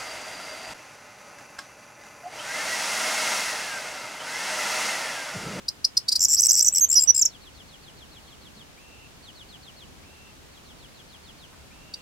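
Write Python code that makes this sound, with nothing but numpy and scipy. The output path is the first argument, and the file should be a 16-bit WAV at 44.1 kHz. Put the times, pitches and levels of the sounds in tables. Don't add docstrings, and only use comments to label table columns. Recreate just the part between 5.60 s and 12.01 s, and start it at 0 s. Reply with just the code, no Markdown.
import sys
import numpy as np
from scipy import signal
from scipy.fft import rfft, irfft
from scipy.io import wavfile
from scipy.ndimage import uniform_filter1d

SR = 44100
rng = np.random.default_rng(int(sys.argv[2]) if len(sys.argv) > 2 else 0)


def master_out(mix):
    frames = np.transpose(np.atleast_2d(mix))
    ceiling = np.clip(frames, -1, 1)
    pcm = np.round(ceiling * 32767).astype(np.int16)
    wavfile.write(sys.argv[1], SR, pcm)


N = 282681
TIME = np.arange(N) / SR
BIN_HZ = np.maximum(np.arange(N // 2 + 1) * SR / N, 1)


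def undb(db):
    return 10 ** (np.asarray(db) / 20)


def across(points):
    hz, value = np.transpose(points)
    return np.interp(np.log(BIN_HZ), np.log(hz), value)


def colour(x, gain):
    return irfft(rfft(x) * gain, N)


def walk(rate_hz, size):
    points = rng.standard_normal(N // 8)
    return np.interp(np.arange(size) * rate_hz / SR, np.arange(len(points)), points)


def add(track, s, x):
    i = int(s * SR)
    track[i:i + len(x)] += x[:max(N - i, 0)]


def progress(ms):
    return np.linspace(0, 1, int(ms * SR / 1000))


def swell(u, edge):
    return np.sin(np.pi / 2 * np.clip(np.minimum(u, 1 - u) / edge, 0, 1)) ** 2


def tone(hz):
    return np.sin(2 * np.pi * np.cumsum(hz) / SR)


def arc(ms, start_hz, middle_hz, end_hz):
    offset = progress(ms) - .5
    return middle_hz + (end_hz - start_hz) * offset + 2 * (start_hz + end_hz - 2 * middle_hz) * offset ** 2


def slur(hz, rough, edge, flutter_hz=950, chop=0.15):
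    u = np.linspace(0, 1, len(hz))
    flutter = tone(flutter_hz * (1 + 0.63 * walk(600, len(u))))
    hz = hz + rough * (480 * flutter + 330 * walk(2810, len(u)))
    return swell(u, edge) * (1 + rough * chop * flutter) * tone(hz)


def scatter(x, t60, delay_s):
    t = np.arange(SR // 2) / SR
    tail = rng.standard_normal((2, len(t))) * undb(-60 * t / t60) * np.clip(t / delay_s - 1, 0, 1)
    tail /= np.sqrt(np.sum(tail ** 2, axis=1, keepdims=True))
    return signal.fftconvolve(x[None], tail, axes=1)[:, :N]


def air(level_db=-53.5, drone_hz=71, drone_width_hz=9, drone_db=6.0, gust_db=-2.1):
    # frequency in Hz, relative noise density in dB.
    spectrum = [(15, -51), (25, -5.5), (76, -3), (99, -3.5), (184, -5.5), (291, -8), (324, -9.5),
                (414, -11), (691, -12.5), (1930, -17.5), (2730, -17.5), (3130, -18), (6490, -22),
                (13100, -31), (15800, -33.5)]
    # frequency in Hz, side minus mid in dB.
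    width = [(60, -5), (140, -1.5), (300, -1.05), (4000, 0.4), (14000, 0)]
    shape = undb(across(spectrum) + drone_db * np.exp(-((BIN_HZ - drone_hz) / drone_width_hz) ** 2))
    mid, side = colour(rng.standard_normal((2, N)), np.array([shape, shape * undb(across(width))]))
    hush = np.array([mid + side, mid - side]) / np.std(colour(mid, BIN_HZ < 2000))
    bass = colour(hush, 1 / (1 + (BIN_HZ / 300) ** 2))
    breeze = undb(gust_db * walk(5.61, N))
    return undb(level_db) * (hush + bass * (breeze - 1))


def bumps():
    # start in seconds, length in seconds, centre in Hz, width in octaves, gain in dB.
    swells = [(2.937, 0.085, 190, 0.95, -23.5), (5.913, 0.049, 990, 1, -34)]
    out = np.zeros(N)
    for s, length, hz, octaves, db in swells:
        band = colour(rng.standard_normal(N), np.exp(-(np.log2(BIN_HZ / hz) / octaves) ** 2))
        out += undb(db) * swell((TIME - s) / length, 0.8) * band
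    return out


def far_chirps(settled_gap_s=.146, settle_chirps=2, wander=0.0066):
    # seconds from its start, pitch in Hz, relative level in dB, roughness 0-1.
    contour = [(0, 4450, -15, .8), (.008, 4420, -7, .8), (.024, 4350, -4, .5), (.04, 3850, -7, .1),
               (.055, 3480, -3, .1), (.066, 3220, 2, .1), (.078, 2950, -3, .1), (.09, 2650, -12, .1)]
    # start in seconds, number of chirps, first gap in seconds, first and last gain in dB.
    runs = [(1.688, 7, .122, -45.8, -45.8), (2.619, 1, .140, -53, -53), (2.665, 3, .141, -48.3, -45.7),
            (3.625, 5, .124, -42.2, -43.4), (4.912, 3, .132, -50.5, -47.5), (5.338, 4, .146, -47.2, -45.3)]
    times, *columns = np.transpose(contour)
    t = TIME[:int(times[-1] * SR)]
    hz, contour_db, rough = (np.interp(t, times, column) for column in columns)
    out = np.zeros(N)
    for s, chirps, first_gap_s, first_db, last_db in runs:
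        for k, db in enumerate(np.linspace(first_db, last_db, chirps)):
            pitch_hz = hz * (1 + wander * walk(61.7, len(t)))
            burr_hz = 260 * rough * walk(764, len(t))
            add(out, s, undb(db + contour_db) * tone(pitch_hz + burr_hz))
            s += settled_gap_s + (first_gap_s - settled_gap_s) * np.exp(-k / settle_chirps)
    return out


def far_warble():
    # start in seconds, pitch near the top of the arch in Hz, gain in dB.
    notes = [(1.121, 3100, -49.5), (1.177, 3200, -49.5), (1.233, 3250, -46), (1.316, 3100, -49),
             (1.376, 3200, -47.5), (1.441, 3100, -52.5)]
    arch = arc(46, 0.65, 0.99, 0.78)
    out = np.zeros(N)
    for s, top_hz, db in notes:
        add(out, s, undb(db) * slur(top_hz * arch, rough=0.68, edge=0.2))
    return out


def far_whistles(scoop_hz=750, scoop_s=.02, quaver_hz=110, rise_db=4):
    # start in seconds, length in seconds, pitch in Hz, opening gain in dB.
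    notes = [(3.166, 0.31, 2710, -53), (4.426, 0.29, 2723, -55.5), (6.10, 0.319, 2750, -55)]
    out = np.zeros(N)
    for s, length, pitch_hz, db in notes:
        t = TIME[:int(length * SR)]
        hz = pitch_hz - scoop_hz * np.exp(-t / scoop_s) + quaver_hz * walk(900, len(t))
        add(out, s, undb(db + rise_db * t / length) * swell(t / length, 0.026) * tone(hz))
    return out


def far_bird(direct_db=-4, field_db=-6):
    song = far_chirps() + far_warble() + far_whistles()
    return undb(direct_db) * song + undb(field_db) * scatter(song, t60=0.035, delay_s=0.0005)


def treble_hiss(hiss_drive, spectrum):
    strength = np.sqrt(np.maximum(uniform_filter1d(hiss_drive ** 2, size=40), 0))
    return colour(strength * rng.standard_normal((2, N)), undb(across(spectrum)))


def hoarseness(s):
    # time in seconds, roughness 0-1.
    roughness = [(.6, 0.6), (1.0, 0.62), (1.1, 0.12), (1.19, 0.68), (1.33, 0.4), (1.37, 0.1), (1.41, 0.55),
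                 (1.58, 0.38), (1.64, 0.09)]
    return np.interp(s, *np.transpose(roughness))


def ticks(bend_hz=268.8, waver_hz=168, bend_lag_rad=1.63, depth=0.56, edge=0.52, throat_hz=3500):
    # start in seconds, length in ms, start and end pitch in Hz, level in dB,
    # buzz rate in Hz, hiss drive in dB relative to the note.
    notes = [(.080, 16, 4620, 5320, -14.5, 770, -7), (.242, 17.4, 4630, 5410, -8, 712, -11),
             (0.367, 17.9, 4870, 5280, -7, 724, -9.5), (.479, 23.2, 4380, 5140, -12, 715, -4),
             (.513, 26, 4440, 5320, -12.5, 710, -2), (.55, 22.7, 4540, 5250, -11.5, 694, -3),
             (6.335, 16, 4540, 4820, -24, 910, -10)]
    out, hiss_drive = np.zeros((2, N))
    for s, ms, start_hz, end_hz, db, buzz_hz, hiss_db in notes:
        u = progress(ms)
        phase = 2 * np.pi * np.cumsum(buzz_hz * (1 + 0.065 * walk(724, len(u)))) / SR
        flutter_hz = waver_hz * walk(2740, len(u)) - bend_hz * np.sin(phase - bend_lag_rad) ** 3
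        hz = start_hz + (end_hz - start_hz) * u + flutter_hz
        pulsing = (1 + depth * np.sin(phase)) / (1 + depth / 2)
        note = undb(db) * swell(u, edge) * pulsing * tone(hz)
        add(out, s, note)
        add(hiss_drive, s, undb(hiss_db) * note)
    throat = 1 / (1 + (throat_hz / BIN_HZ) ** 20)
    return colour(out, throat), hiss_drive


def trills(detune=0.012, settle=0.26, slip_ms=.3, uneven_db=1.0, edge=.45):
    # start in seconds, period in ms, pulses, pulses before the low side joins, high pitch,
    # low pitch and low side's fall in Hz, first and last level in dB, low side's relative level in dB.
    runs = [(0.602, 10.6, 4, 0, 7380, 5170, 2180, -16, -16.5, 0.5),
            (0.6814, 6.6, 9, 0, 7490, 5550, 400, -17.5, -13, -4),
            (0.841, 6.9, 3, 0, 7880, 5550, 300, -17.5, -13.5, 0.5),
            (0.961, 4.3, 8, 0, 7700, 5500, 100, -17, -14, -0.5),
            (1.052, 7.9, 2, 0, 7850, 5700, 700, -16.5, -14.5, -3),
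            (1.122, 11.1, 6, 2, 7710, 5300, 2200, -19, -15, -1.5),
            (1.296, 13.1, 4, 1, 7460, 4950, 2200, -13.5, -13, -9),
            (1.3908, 13.1, 4, 1, 7470, 5000, 1100, -16.5, -12.5, -11),
            (1.5421, 14.8, 4, 0, 7490, 4950, 900, -18, -14, -7)]
    high_length, low_length, low_lag = 1.12, 0.93, 0.19
    out = np.zeros(N)
    for s, period_ms, pulses, solo, high_hz, low_hz, fall_hz, first_db, last_db, low_db in runs:
        rise_hz = 4800 / period_ms
        high = high_hz + rise_hz * (progress(high_length * period_ms) - .5)
        low = low_hz + fall_hz * np.exp(-progress(low_length * period_ms) / settle)
        rough = hoarseness(s)
        for k, db in enumerate(np.linspace(first_db, last_db, pulses)):
            push, slip, high_tension, low_tension = rng.standard_normal(4)
            at = s + (k * period_ms + slip_ms * slip) / 1000
            gain = undb(db + uneven_db * push)
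            add(out, at, gain * slur(high * (1 + detune * high_tension), rough, edge))
            if k >= solo:
                low_note = slur(low * (1 + detune * low_tension), rough, edge)
                add(out, at + low_lag * period_ms / 1000, gain * undb(low_db) * low_note)
    return out


def plunges(knee=.45, width=0.2, edge=0.24, strain=1.5):
    # start in seconds, length in ms, start and landing pitch in Hz, level in dB.
    notes = [(.593, 5.8, 6700, 5500, -22), (.645, 13.8, 7300, 5310, -11), (0.7941, 9.9, 6500, 5400, -12.5),
             (0.898, 7, 6730, 5280, -12), (0.907, 7.5, 6570, 5370, -9), (0.938, 13, 6100, 5400, -17),
             (0.993, 10, 6010, 5330, -19), (1.044, 8.6, 7500, 5600, -16), (1.067, 10.7, 7310, 5750, -12.5),
             (1.08, 10, 7230, 5640, -9.5), (1.6099, 26, 7530, 5410, -12), (1.650, 18.5, 7410, 5390, -13)]
    out = np.zeros(N)
    for s, ms, start_hz, landing_hz, db in notes:
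        height = (1 - np.tanh((progress(ms) - knee) / width)) / 2
        hz = landing_hz + (start_hz - landing_hz) * height
        add(out, s, undb(db) * slur(hz, strain * hoarseness(s), edge, chop=0.29))
    return out


def flicks(high_hz=(7540, 7640, 8200), low_hz=(6500, 5610, 5550), fork_at=0.34, fork_share=0.32):
    # start in seconds, length in ms, high side's and low side's level in dB.
    notes = [(.737, 21.4, -12.5, -10.5), (.751, 12, -16.5, -21.5), (.802, 12.2, -10, -19.5),
             (.814, 15.2, -12.5, -14.5), (.862, 14.6, -9, -14), (.913, 11.6, -9, -18.5),
             (.925, 15, -12.5, -16), (.947, 15, -14, -11.5), (1.017, 21.5, -10, -16),
             (1.087, 6.7, -17.5, -26), (1.189, 17.4, -19, -36)]
    out = np.zeros(N)
    for s, ms, high_db, low_db in notes:
        high = slur(arc(ms, *high_hz), hoarseness(s), edge=0.62)
        low = slur(arc(fork_share * ms, *low_hz), hoarseness(s), edge=0.62)
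        add(out, s, undb(high_db) * high)
        add(out, s + fork_at * ms / 1000, undb(low_db) * low)
    return out


def buzzes(swell_db=14, bend_hz=450, depth=0.25, edge=.14, rough=0.62):
    # start in seconds, length in ms, start and end pitch in Hz, pulse rate in Hz, final dB.
    notes = [(.763, 33, 4920, 5640, 202.4, -12), (0.828, 13, 5600, 6120, 560, -7.5),
             (.883, 15, 5700, 6180, 420, -7.5), (1.001, 12, 5600, 5850, 620, -6),
             (1.077, 9, 5900, 7080, 500, -6.5), (1.286, 7.9, 7350, 7560, 220, -19.5)]
    out = np.zeros(N)
    for s, ms, start_hz, end_hz, pulse_hz, db in notes:
        u = progress(ms)
        phase = 2 * np.pi * pulse_hz * TIME[:len(u)]
        pulsing = (1 + depth * np.sin(phase)) / (1 + depth / 2)
        hz = start_hz + (end_hz - start_hz) * u + bend_hz * np.cos(phase)
        add(out, s, undb(db - swell_db * (1 - u)) * pulsing * slur(hz, rough * hoarseness(s), edge))
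    return out


def held_notes(crest=.64, scoop_hz=420, scoop_share=.05, edge=0.18, flutter_hz=630):
    # start in seconds, length in ms, pitch and sag in Hz, crest level in dB, swell in dB,
    # octave overtone's relative level in dB, roughness 0-1.
    notes = [(1.205, 51.6, 6480, 420, -12.5, 1.5, -14, 0.06), (1.351, 37, 5740, 249, -9.5, 4.5, -27, 0.3),
             (1.355, 46, 5070, 161, -11.5, 11.5, -20, 0), (1.471, 44, 5928, 190, -8, 12.5, -31.5, .02)]
    out, hiss_drive = np.zeros((2, N))
    for s, ms, pitch_hz, sag_hz, db, swell_db, octave_db, rough in notes:
        u = progress(ms)
        sag = np.sin(np.pi / 2 * np.clip((u - crest) / (1 - crest), 0, 1)) ** 2
        flutter = 600 * tone(np.full(len(u), flutter_hz)) + 300 * walk(2800, len(u))
        hz = pitch_hz - scoop_hz * np.exp(-u / scoop_share) - sag_hz * sag + rough * flutter
        envelope = undb(db - swell_db * np.maximum(1 - u / crest, 0)) * swell(u, edge)
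        note = envelope * (tone(hz) + undb(octave_db) * tone(2 * hz))
        add(out, s, note)
        add(hiss_drive, s, rough * note)
    return out, hiss_drive


def rattle(low_hz=4600, high_hz=8500):
    throat = 1 / np.sqrt(1 + (low_hz / BIN_HZ) ** 60 + (BIN_HZ / high_hz) ** 60)
    return colour(trills() + plunges() + flicks() + buzzes(), throat)


def bunting(right_lead_us=13, mixing_db=-3, hiss_db=-7, twig_db=-13, bush_db=-21):
    # frequency in Hz, gain in dB.
    overtone_colour = [(1000, -31.5), (2200, -12), (2700, -8), (3500, -22), (9000, -2.5), (10500, -10),
                       (13000, 2), (15200, -1.5)]
    # frequency in Hz, gain in dB.
    rattle_hiss = [(1000, -46), (2400, -14.5), (3200, -15), (4000, -15.5), (9400, -20.5), (10600, 5),
                   (11700, -3), (13200, 10.5), (14300, -21.5), (15200, -10), (16000, -17.5)]
    tick_hiss = [(2500, -22), (6000, -4), (9000, 2), (11500, -18.5), (13700, -3.5), (16000, -24)]
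    # frequency in Hz, left minus right in dB.
    balance = [(4800, -0.5), (5500, 2), (5950, -11.5), (6500, -5.5), (7000, -1), (7450, 6.5), (8200, -4),
               (13000, 1.5)]
    ticking, tick_hiss_drive = ticks()
    jangle = rattle()
    held, held_hiss_drive = held_notes()
    voice = ticking + jangle
    overtones = colour(voice ** 2, undb(across(overtone_colour)) * (BIN_HZ > 800))
    song = voice + undb(mixing_db) * overtones + held
    hiss = undb(hiss_db) * treble_hiss(jangle * hoarseness(TIME) + held_hiss_drive, rattle_hiss)
    hiss += treble_hiss(tick_hiss_drive, tick_hiss)
    left = undb(across(balance) / 2) * np.exp(-1j * np.pi * BIN_HZ * right_lead_us / 1e6)
    direct = colour(song, np.array([left, 1 / left])) + hiss
    twigs = scatter(song + hiss[0], t60=0.098, delay_s=0.0021)
    bushes = scatter(song + hiss[0], t60=0.082, delay_s=0.0038)
    return direct + undb(twig_db) * twigs + undb(bush_db) * bushes


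def scene():
    return bunting() + far_bird() + bumps() + air()


def record(dry, top_hz=15800):
    return signal.sosfilt(signal.ellip(10, .1, 80, top_hz, fs=SR, output="sos"), dry)


dry = scene()
out = record(dry)
master_out(out)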